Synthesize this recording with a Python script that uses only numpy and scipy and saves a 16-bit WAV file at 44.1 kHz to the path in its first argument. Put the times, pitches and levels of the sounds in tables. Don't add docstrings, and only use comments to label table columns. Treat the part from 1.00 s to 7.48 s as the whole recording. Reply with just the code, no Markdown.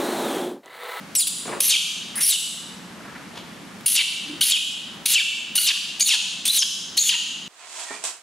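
import sys
import numpy as np
from scipy import signal
from scipy.fft import rfft, irfft, next_fast_len
from scipy.io import wavfile
from scipy.ndimage import uniform_filter1d, map_coordinates

SR = 44100
rng = np.random.default_rng(int(sys.argv[2]) if len(sys.argv) > 2 else 0)


def unload_audio(sound):
    columns = np.transpose(np.atleast_2d(sound))
    steps = np.round(np.clip(columns, -1, 1) * 32767)
    wavfile.write(sys.argv[1], SR, steps.astype(np.int16))


N = 285768
TOP_HZ = 15700

# (frequency [Hz], relative level [dB])
BACKGROUND_COLOUR = [(18, -51), (30, -28), (140, -8.5), (175, 2), (270, -3.5), (455, -13.5), (1170, -13),
                     (2300, -16), (12000, -31), (15500, -57)]
# (frequency [Hz], side over middle [ratio])
BACKGROUND_WIDTH = [(40, 0.81), (170, 0.21), (600, 0.47)]
# (frequency [Hz], time to fade by 60 dB [s])
ECHO_DECAY = [(1500, 0.72), (2900, 0.72), (4800, 0.73), (14000, 0.54)]
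# (frequency [Hz], gain [dB])
ECHO_COLOUR = [(1300, 1.5), (2050, -5.5), (2950, 1.46), (4800, -1), (7500, 2.5), (10000, -2), (13000, -7.5)]
# (frequency [Hz], side over middle [ratio])
ECHO_WIDTH = [(1000, 0.53), (7000, 0.25), (12000, 0.58)]
# (frequency [Hz], side over middle [ratio])
DIRECT_WIDTH = [(9000, 0.15), (13000, 0.38)]
# (time [s], length [s], slide level [dB], rub frequency [Hz], rub level [dB])
SLIDES = [(0.451, 0.15, -31.5, 850, -49), (1.934, 0.35, -53, 1480, -43.5),
          (2.329, 0.093, -45.5, 3240, -41.5)]
# (frequency [Hz], relative level [dB])
SLIDE_COLOUR = [(59, -50), (115, -7.5), (330, 3), (800, 1.5), (3000, -11.5), (5280, -120)]
# (time [s], level [dB], ring [Hz])
FINGER_TAPS = [(2.809, -32.5, 1800)]
# (frequency [Hz], width [Hz], gain [dB])
THROAT_RESONANCES = [(2895, 410, -2), (3870, 4000, 1.5), (6270, 2230, 1), (7520, 1030, -5.5),
                     (9100, 3220, 2), (11800, 2300, -4.5)]
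# (frequency [Hz], gain [dB])
MOUTH_STRENGTH = [(3800, 8), (5600, -2.5), (9000, 9)]
# (frequency [Hz], gain [dB])
LIP_MUFFLING = [(5000, -4), (10500, -4.5), (14000, -20)]
# (frequency [Hz], relative level [dB])
CHEST_COLOUR = [(500, -19), (850, -1), (1800, 1.5), (2800, -22)]
# (time [s], length [s], first pitch [Hz], last pitch [Hz], level [dB], roughness [0-1])
WHISTLE_GLIDES = [(0.158, 0.041, 8370, 6840, -15, 0.22), (0.184, 0.044, 9650, 9460, -14.5, 0.15),
                  (0.672, 0.022, 12200, 8800, -14, 0.35), (1.229, 0.025, 5440, 5740, -17, 0.25),
                  (1.227, 0.031, 10780, 10260, -15.5, 0.36), (2.861, 0.026, 9870, 9490, -13, 0.05),
                  (2.943, 0.024, 10850, 7500, -16.5, .35), (3.424, 0.011, 4530, 3190, -10, .2),
                  (3.505, 0.016, 8100, 6830, -17.5, 0.12), (4.132, 0.02, 8170, 7280, -14.5, 0.38),
                  (4.56, 0.014, 10420, 8960, -14, .4), (5.008, 0.025, 6660, 6630, -7, 0.45),
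                  (5.059, 0.0237, 4370, 3740, -12, 0.55), (5.48, 0.018, 3400, 4000, -15.5, .45),
                  (5.499, 0.012, 3875, 4130, -9.5, 0.01), (5.584, 0.048, 6900, 4920, -9.5, 0.36),
                  (5.979, 0.016, 4040, 4600, -7, 0.42), (5.99, 0.039, 6680, 6710, -8, 0.5)]
# (time [s], length [s], first pitch [Hz], last pitch [Hz], mouth resonance [Hz],
# level [dB], brightness [dB per octave], roughness [0-1])
YELP_GLIDES = [(0.269, 0.019, 3765, 3360, 9960, -15, 3, 0.75),
               (0.76, 0.013, 2890, 3415, 3240, -8, -22, 0.5),
               (1.155, 0.044, 4700, 5270, 10000, -26, 9, 0.65),
               (3.412, 0.015, 1420, 1605, 3200, -10.5, -12, 0.18),
               (3.519, 0.0082, 3650, 3310, 3500, -5.5, -25, 0.55),
               (4.197, 0.023, 1855, 1403, 2900, -8.5, -46, 0.4),
               (4.578, 0.014, 1507, 1410, 3200, -7, -13, 0.2),
               (5.004, 0.027, 2285, 2504, 4560, -12, 1, 0.77),
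               (5.135, 0.022, 902, 806, 3630, -8, -16, 0.55),
               (5.621, 0.014, 1388, 1720, 3200, -6.5, -44, 0.64),
               (6.091, 0.013, 3040, 3110, 3030, -2, -19, 0.82),
               (6.139, 0.019, 1029, 929, 2770, -10.5, -27, 0.43)]
# (time [s], attack [s], hold [s], fall [s],
# mouth closing [s], scoop up to the pitch [octaves], held pitch [Hz], last pitch [Hz], open mouth [Hz],
# closed mouth [Hz], held level [dB], break level [dB], falling level [dB],
# held brightness [dB per octave], falling brightness [dB per octave], held roughness [0-1],
# falling roughness [0-1], period doubling [0-1])
SCREAMS = [(0.151, 0.0012, 0.059, 0.034, 0.019, -0.22, 4993, 3160, 10500, 3340, -16.5, -10.5, -16, -1, 5, 0.36, 0.2, 0.17),
           (.603, 0.0028, 0.08, 0.074, 0.05, 0.29, 5930, 2151, 10500, 2980, -11, -10, -4.5, 2.5, -16, 0.81, 0.41, 0.59),
           (1.198, 0.039, 0.1, 0.066, 0.057, 0.15, 5150, 2750, 9950, 3020, -11.5, -5, -9.5, 4, -33, 0.78, 0.43, 0.32),
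           (2.859, 0.0034, 0.087, 0.079, 0.042, .35, 5327, 1949, 10230, 2870, -10, -13, -6.5, 4, -70, 0.87, 0.6, 0.17),
           (3.408, 0.011, 0.093, 0.077, 0.033, 0.23, 4784, 2500, 10030, 3010, -9, -12.5, -7, -0.5, -46, 0.91, 0.51, 0.35),
           (4.055, 0.0069, 0.076, .066, 0.026, .2, 4090, 2303, 9970, 2810, -12.5, -9, -2, -1.5, -39, 0.98, 0.43, 0.34),
           (4.552, 0.0057, .105, .062, 0.046, .5, 4682, 1685, 10000, 2700, -10, -14.5, -3, -0.5, -63, 0.73, 0.53, 0.69),
           (4.993, 0.0057, 0.085, 0.081, 0.03, 0.21, 3605, 1550, 8660, 3040, -19.5, -7.5, -5.5, 0.5, -10, 0.65, 0.5, 0.62),
           (5.453, 0.0012, 0.118, 0.039, 0.038, 0.46, 4012, 3225, 9200, 3670, -14.5, -8.5, -11, -2.5, 4, 0.63, 0.27, 0.95),
           (5.968, 0.0079, 0.12, 0.059, 0.035, -.15, 3498, 1250, 6700, 2780, -12, -10.5, -9, 1, -27, 0.6, 0.52, 0.64)]


def amp(db):
    return 10 ** (np.asarray(db) / 20)


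def unit(x):
    return x / np.sqrt(np.mean(x ** 2) + 1e-20)


def along(points, hz):
    frequencies, values = np.transpose(points)
    return np.interp(np.log(hz + 1), np.log(frequencies + 1), values)


def wobble(rate, n):
    return map_coordinates(rng.standard_normal(int(n * rate / SR) + 4), [np.arange(n) * rate / SR])


def filtered(x, response):
    n = x.shape[-1]
    padded = next_fast_len(n + SR // 10)
    return irfft(rfft(x, padded) * response(np.fft.rfftfreq(padded, 1 / SR)), padded)[..., :n]


def add(track, start, sound):
    part = track[round(start * SR):][:len(sound)]
    part += sound[:len(part)]


def gate(n, rise, fall):
    t = np.arange(n) / SR
    return np.clip(np.minimum(t / rise, t[::-1] / fall), 0, 1)


def noise(colour, shape):
    return unit(filtered(rng.standard_normal(shape), lambda hz: amp(along(colour, hz))))


def resonate(x, hz, width):
    turn = np.exp(2j * np.pi * np.cumsum(hz * np.ones(len(x))) / SR)
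    keep = np.exp(-np.pi * width / SR)
    return 2 * np.real(turn * signal.lfilter([1 - keep], [1, -keep], x / turn))


def steep_resonance(x, hz, width):
    return resonate(resonate(x, hz, width), hz, width)


def stereo(mid, side, width):
    side = filtered(side, lambda hz: along(width, hz))
    return np.array([mid + side, mid - side])


def room_noise(db=-41):
    mid, side = noise(BACKGROUND_COLOUR, (2, N))
    return amp(db) * stereo(mid, side, BACKGROUND_WIDTH)


def room_echo(x, buildup_s=0.14):
    hz, t, spectrum = signal.stft(rng.standard_normal((2, SR)), SR, nperseg=256)
    decay = amp(-60 * t / along(ECHO_DECAY, hz)[:, None])
    buildup = 1 - np.exp(-t / buildup_s) / 2
    tail = signal.istft(spectrum * decay * buildup, SR, nperseg=256)[1]
    coloured = filtered(x, lambda hz: amp(along(ECHO_COLOUR, hz)))
    mid, side = signal.fftconvolve(coloured[None], tail / np.linalg.norm(tail[0]), axes=1)[:, :N]
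    return stereo(mid, side, ECHO_WIDTH)


def low_hum(start=3.25, length=0.11, hz=298, waver_hz=25, db=-34):
    track, n = np.zeros(N), int(length * SR)
    phase = 2 * np.pi * np.cumsum(hz + waver_hz * wobble(78, n)) / SR
    add(track, start, amp(db) * unit(np.sin(phase)) * gate(n, length / 2, length / 2))
    return track


def crawling(grip_db=3.0, grip_rate=150, rub_width=0.86):
    track = np.zeros(N)
    for start, length, db, rub_hz, rub_db in SLIDES:
        n = int(length * SR)
        slide = noise(SLIDE_COLOUR, n) * amp(db) * gate(n, length / 20, length / 2)
        rub = steep_resonance(rng.standard_normal(n), rub_hz, rub_width * rub_hz)
        rub = unit(rub) * amp(rub_db) * gate(n, length / 2, length / 2)
        add(track, start, (slide + rub) * amp(grip_db * wobble(grip_rate, n)))
    return track


def finger_tap(width_hz=1500, decay_s=0.012):
    track, t = np.zeros(N), np.arange(SR // 10) / SR
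    for start, db, hz in FINGER_TAPS:
        tick = unit(resonate(rng.standard_normal(len(t)), hz, width_hz))
        add(track, start, tick * amp(db - 60 * t / decay_s))
    return track


def wheeze(start=1.14, length=0.14, first_hz=1550, last_hz=2400, width_hz=800, db=-35):
    track, n = np.zeros(N), int(length * SR)
    rasp = steep_resonance(rng.standard_normal(n), np.geomspace(first_hz, last_hz, n), width_hz)
    add(track, start, amp(db) * unit(rasp) * gate(n, length / 4, length / 10))
    return track


def strained_phase(pitch, rough, jitter=0.0595, jitter_rate=2000, lurch=0.04, lurch_rate=220):
    shakes = jitter * rough * wobble(jitter_rate, len(pitch))
    lurches = lurch * np.sqrt(rough) * wobble(lurch_rate, len(pitch))
    return 2 * np.pi * np.cumsum(pitch * (1 + shakes + lurches)) / SR


def vocal_folds(pitch, rough, doubling, pulse_depth=0.77):
    phase = strained_phase(pitch, rough)

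    def overtones(multiples):
        return np.sum(np.cos(multiples * phase) * (multiples * pitch < TOP_HZ), axis=0)

    whole = np.arange(1, 20)[:, None]
    tone = overtones(whole) + doubling * overtones(whole + 0.5)
    tone *= 2 * np.sqrt(pitch / SR)
    rasp = rng.standard_normal(len(pitch)) * (1 + pulse_depth * np.cos(phase))
    return np.sqrt(1 - rough ** 2) * tone + rough * rasp


def throat(buzz, bright, mouth_hz, mouth_width_hz=1400, pivot_hz=5000, bass_cut_hz=2200):
    resonances = [*THROAT_RESONANCES, (mouth_hz, mouth_width_hz, along(MOUTH_STRENGTH, mouth_hz))]
    shaped = sum(amp(db + bright * np.log2(hz / pivot_hz)) * steep_resonance(buzz, hz, width)
                 for hz, width, db in resonances)
    return signal.sosfilt(signal.butter(4, bass_cut_hz, "high", fs=SR, output="sos"), shaped)


def lips(sound, mouth_hz, open_hz=9500, closed_hz=5000):
    closed = np.clip((open_hz - mouth_hz) / (open_hz - closed_hz), 0, 1)
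    muffled = filtered(sound, lambda hz: amp(along(LIP_MUFFLING, hz)))
    return (1 - closed) * sound + closed * muffled


def chest(buzz, pitch, relative_db=-21.5, full_below_hz=1700, fade_db_per_octave=10):
    octaves_above = np.maximum(np.log2(pitch / full_below_hz), 0)
    undertone = unit(filtered(buzz, lambda hz: amp(along(CHEST_COLOUR, hz))))
    return amp(relative_db - fade_db_per_octave * octaves_above) * undertone


def voice(pitch, mouth_hz, db, bright, rough, doubling, flutter_db=2.1, flutter_rate=300):
    n = len(pitch)
    rough = np.clip(rough * (1 + 0.2 * wobble(150, n)), 0, 1)
    buzz = vocal_folds(pitch, rough, doubling)
    sound = lips(throat(buzz, bright, mouth_hz), mouth_hz)
    running_level = np.sqrt(np.abs(uniform_filter1d(sound ** 2, size=192)) + 1e-12)
    sound = sound / running_level + chest(buzz, pitch)
    flutter = flutter_db * rough * wobble(flutter_rate, n)
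    return sound * amp(db + flutter) * gate(n, rise=0.001, fall=0.00155)


def whistles(flutter_db=6, flutter_rate=350):
    track = np.zeros(N)
    for start, length, first_hz, last_hz, db, rough in WHISTLE_GLIDES:
        n = int(length * SR)
        tone = np.sin(strained_phase(np.geomspace(first_hz, last_hz, n), rough))
        flutter = amp(flutter_db * rough * wobble(flutter_rate, n))
        add(track, start, amp(db) * unit(tone * flutter) * gate(n, rise=0.0015, fall=0.0012))
    return track


def yelps():
    track = np.zeros(N)
    for start, length, first_hz, last_hz, mouth_hz, db, bright, rough in YELP_GLIDES:
        n = int(length * SR)
        yelp = voice(np.geomspace(first_hz, last_hz, n), mouth_hz, db, bright, rough, doubling=0.11)
        add(track, start, yelp * gate(n, rise=0.0015, fall=0.0032))
    return track


def scream(row, scoop_s=0.022, droop_octaves=0.1, bend_octaves=0.05, bend_rate=70, opening_octaves=0.22,
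           sag_db=2, fade_db=6, onset_rough=0.42, onset_s=0.014):
    (attack, hold, fall, closing, scoop, held_hz, last_hz, open_hz, closed_hz,
     held_db, break_db, fall_db, held_bright, fall_bright, held_rough, fall_rough, doubling) = row
    t = np.arange(int((hold + fall) * SR)) / SR
    fallen = np.clip((t - hold) / fall, 0, 1) ** 0.8
    closed = np.clip((t - hold) / closing, 0, 1)
    past_mid_hold = np.minimum(t / hold, 1) - 0.5
    arch = -scoop * np.exp(-t / scoop_s) - droop_octaves * past_mid_hold
    bends = bend_octaves * (1 - fallen) * wobble(bend_rate, len(t))
    pitch = held_hz * (last_hz / held_hz) ** fallen * 2 ** (arch + bends)
    opening_hz = open_hz * 2 ** (opening_octaves * past_mid_hold)
    mouth_hz = opening_hz * (closed_hz / opening_hz) ** closed
    effort_db = np.interp(t, [0, hold / 2, hold, hold + fall / 2, hold + fall],
                          [held_db, held_db - sag_db, break_db, fall_db, fall_db - fade_db])
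    bright = held_bright + (fall_bright - held_bright) * closed ** 2
    rough = held_rough + (fall_rough - held_rough) * closed ** 2 + onset_rough * np.exp(-t / onset_s)
    sound = voice(pitch, mouth_hz, effort_db, bright, rough, doubling * (1 + closed) / 2)
    return sound * np.minimum(t / attack, 1)


def monkey(dip_db=1, handover_s=0.0025):
    screams, air_taken = np.zeros(N), np.zeros(N)
    for start, *row in SCREAMS:
        add(screams, start, scream(row))
    for start, length, *_ in [*WHISTLE_GLIDES, *YELP_GLIDES]:
        add(air_taken, start, gate(int(length * SR), handover_s, handover_s))
    return screams * amp(-dip_db * np.minimum(air_taken, 1)) + yelps() + whistles() + wheeze()


def scene(echo_db=-5):
    near = monkey() + crawling() + finger_tap() + low_hum()
    side = filtered(near, lambda hz: 1j * along(DIRECT_WIDTH, hz))
    balance = amp([[0.4], [-0.4]])
    direct = np.array([near + side, near - side]) * balance
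    return direct + amp(echo_db) * room_echo(near) + room_noise()


def gain_control(x, threshold_db=-21, slope=0.72, attack_s=0.004, recovery_db_per_s=30):
    power = uniform_filter1d(np.mean(x ** 2, axis=0), size=256)
    level_db = 10 * np.log10(np.abs(power) + 1e-12)
    needed_cut_db = slope * np.maximum(level_db - threshold_db, 0)
    recovery_db = recovery_db_per_s * np.arange(N) / SR
    held_cut_db = np.maximum.accumulate(needed_cut_db + recovery_db) - recovery_db
    keep = np.exp(-1 / (attack_s * SR))
    smooth_cut_db = signal.lfilter([1 - keep], [1, -keep], held_cut_db)
    return x * amp(-smooth_cut_db)


def record(dry):
    return filtered(gain_control(dry), lambda hz: hz < TOP_HZ)


dry = scene()
out = record(dry)
unload_audio(out)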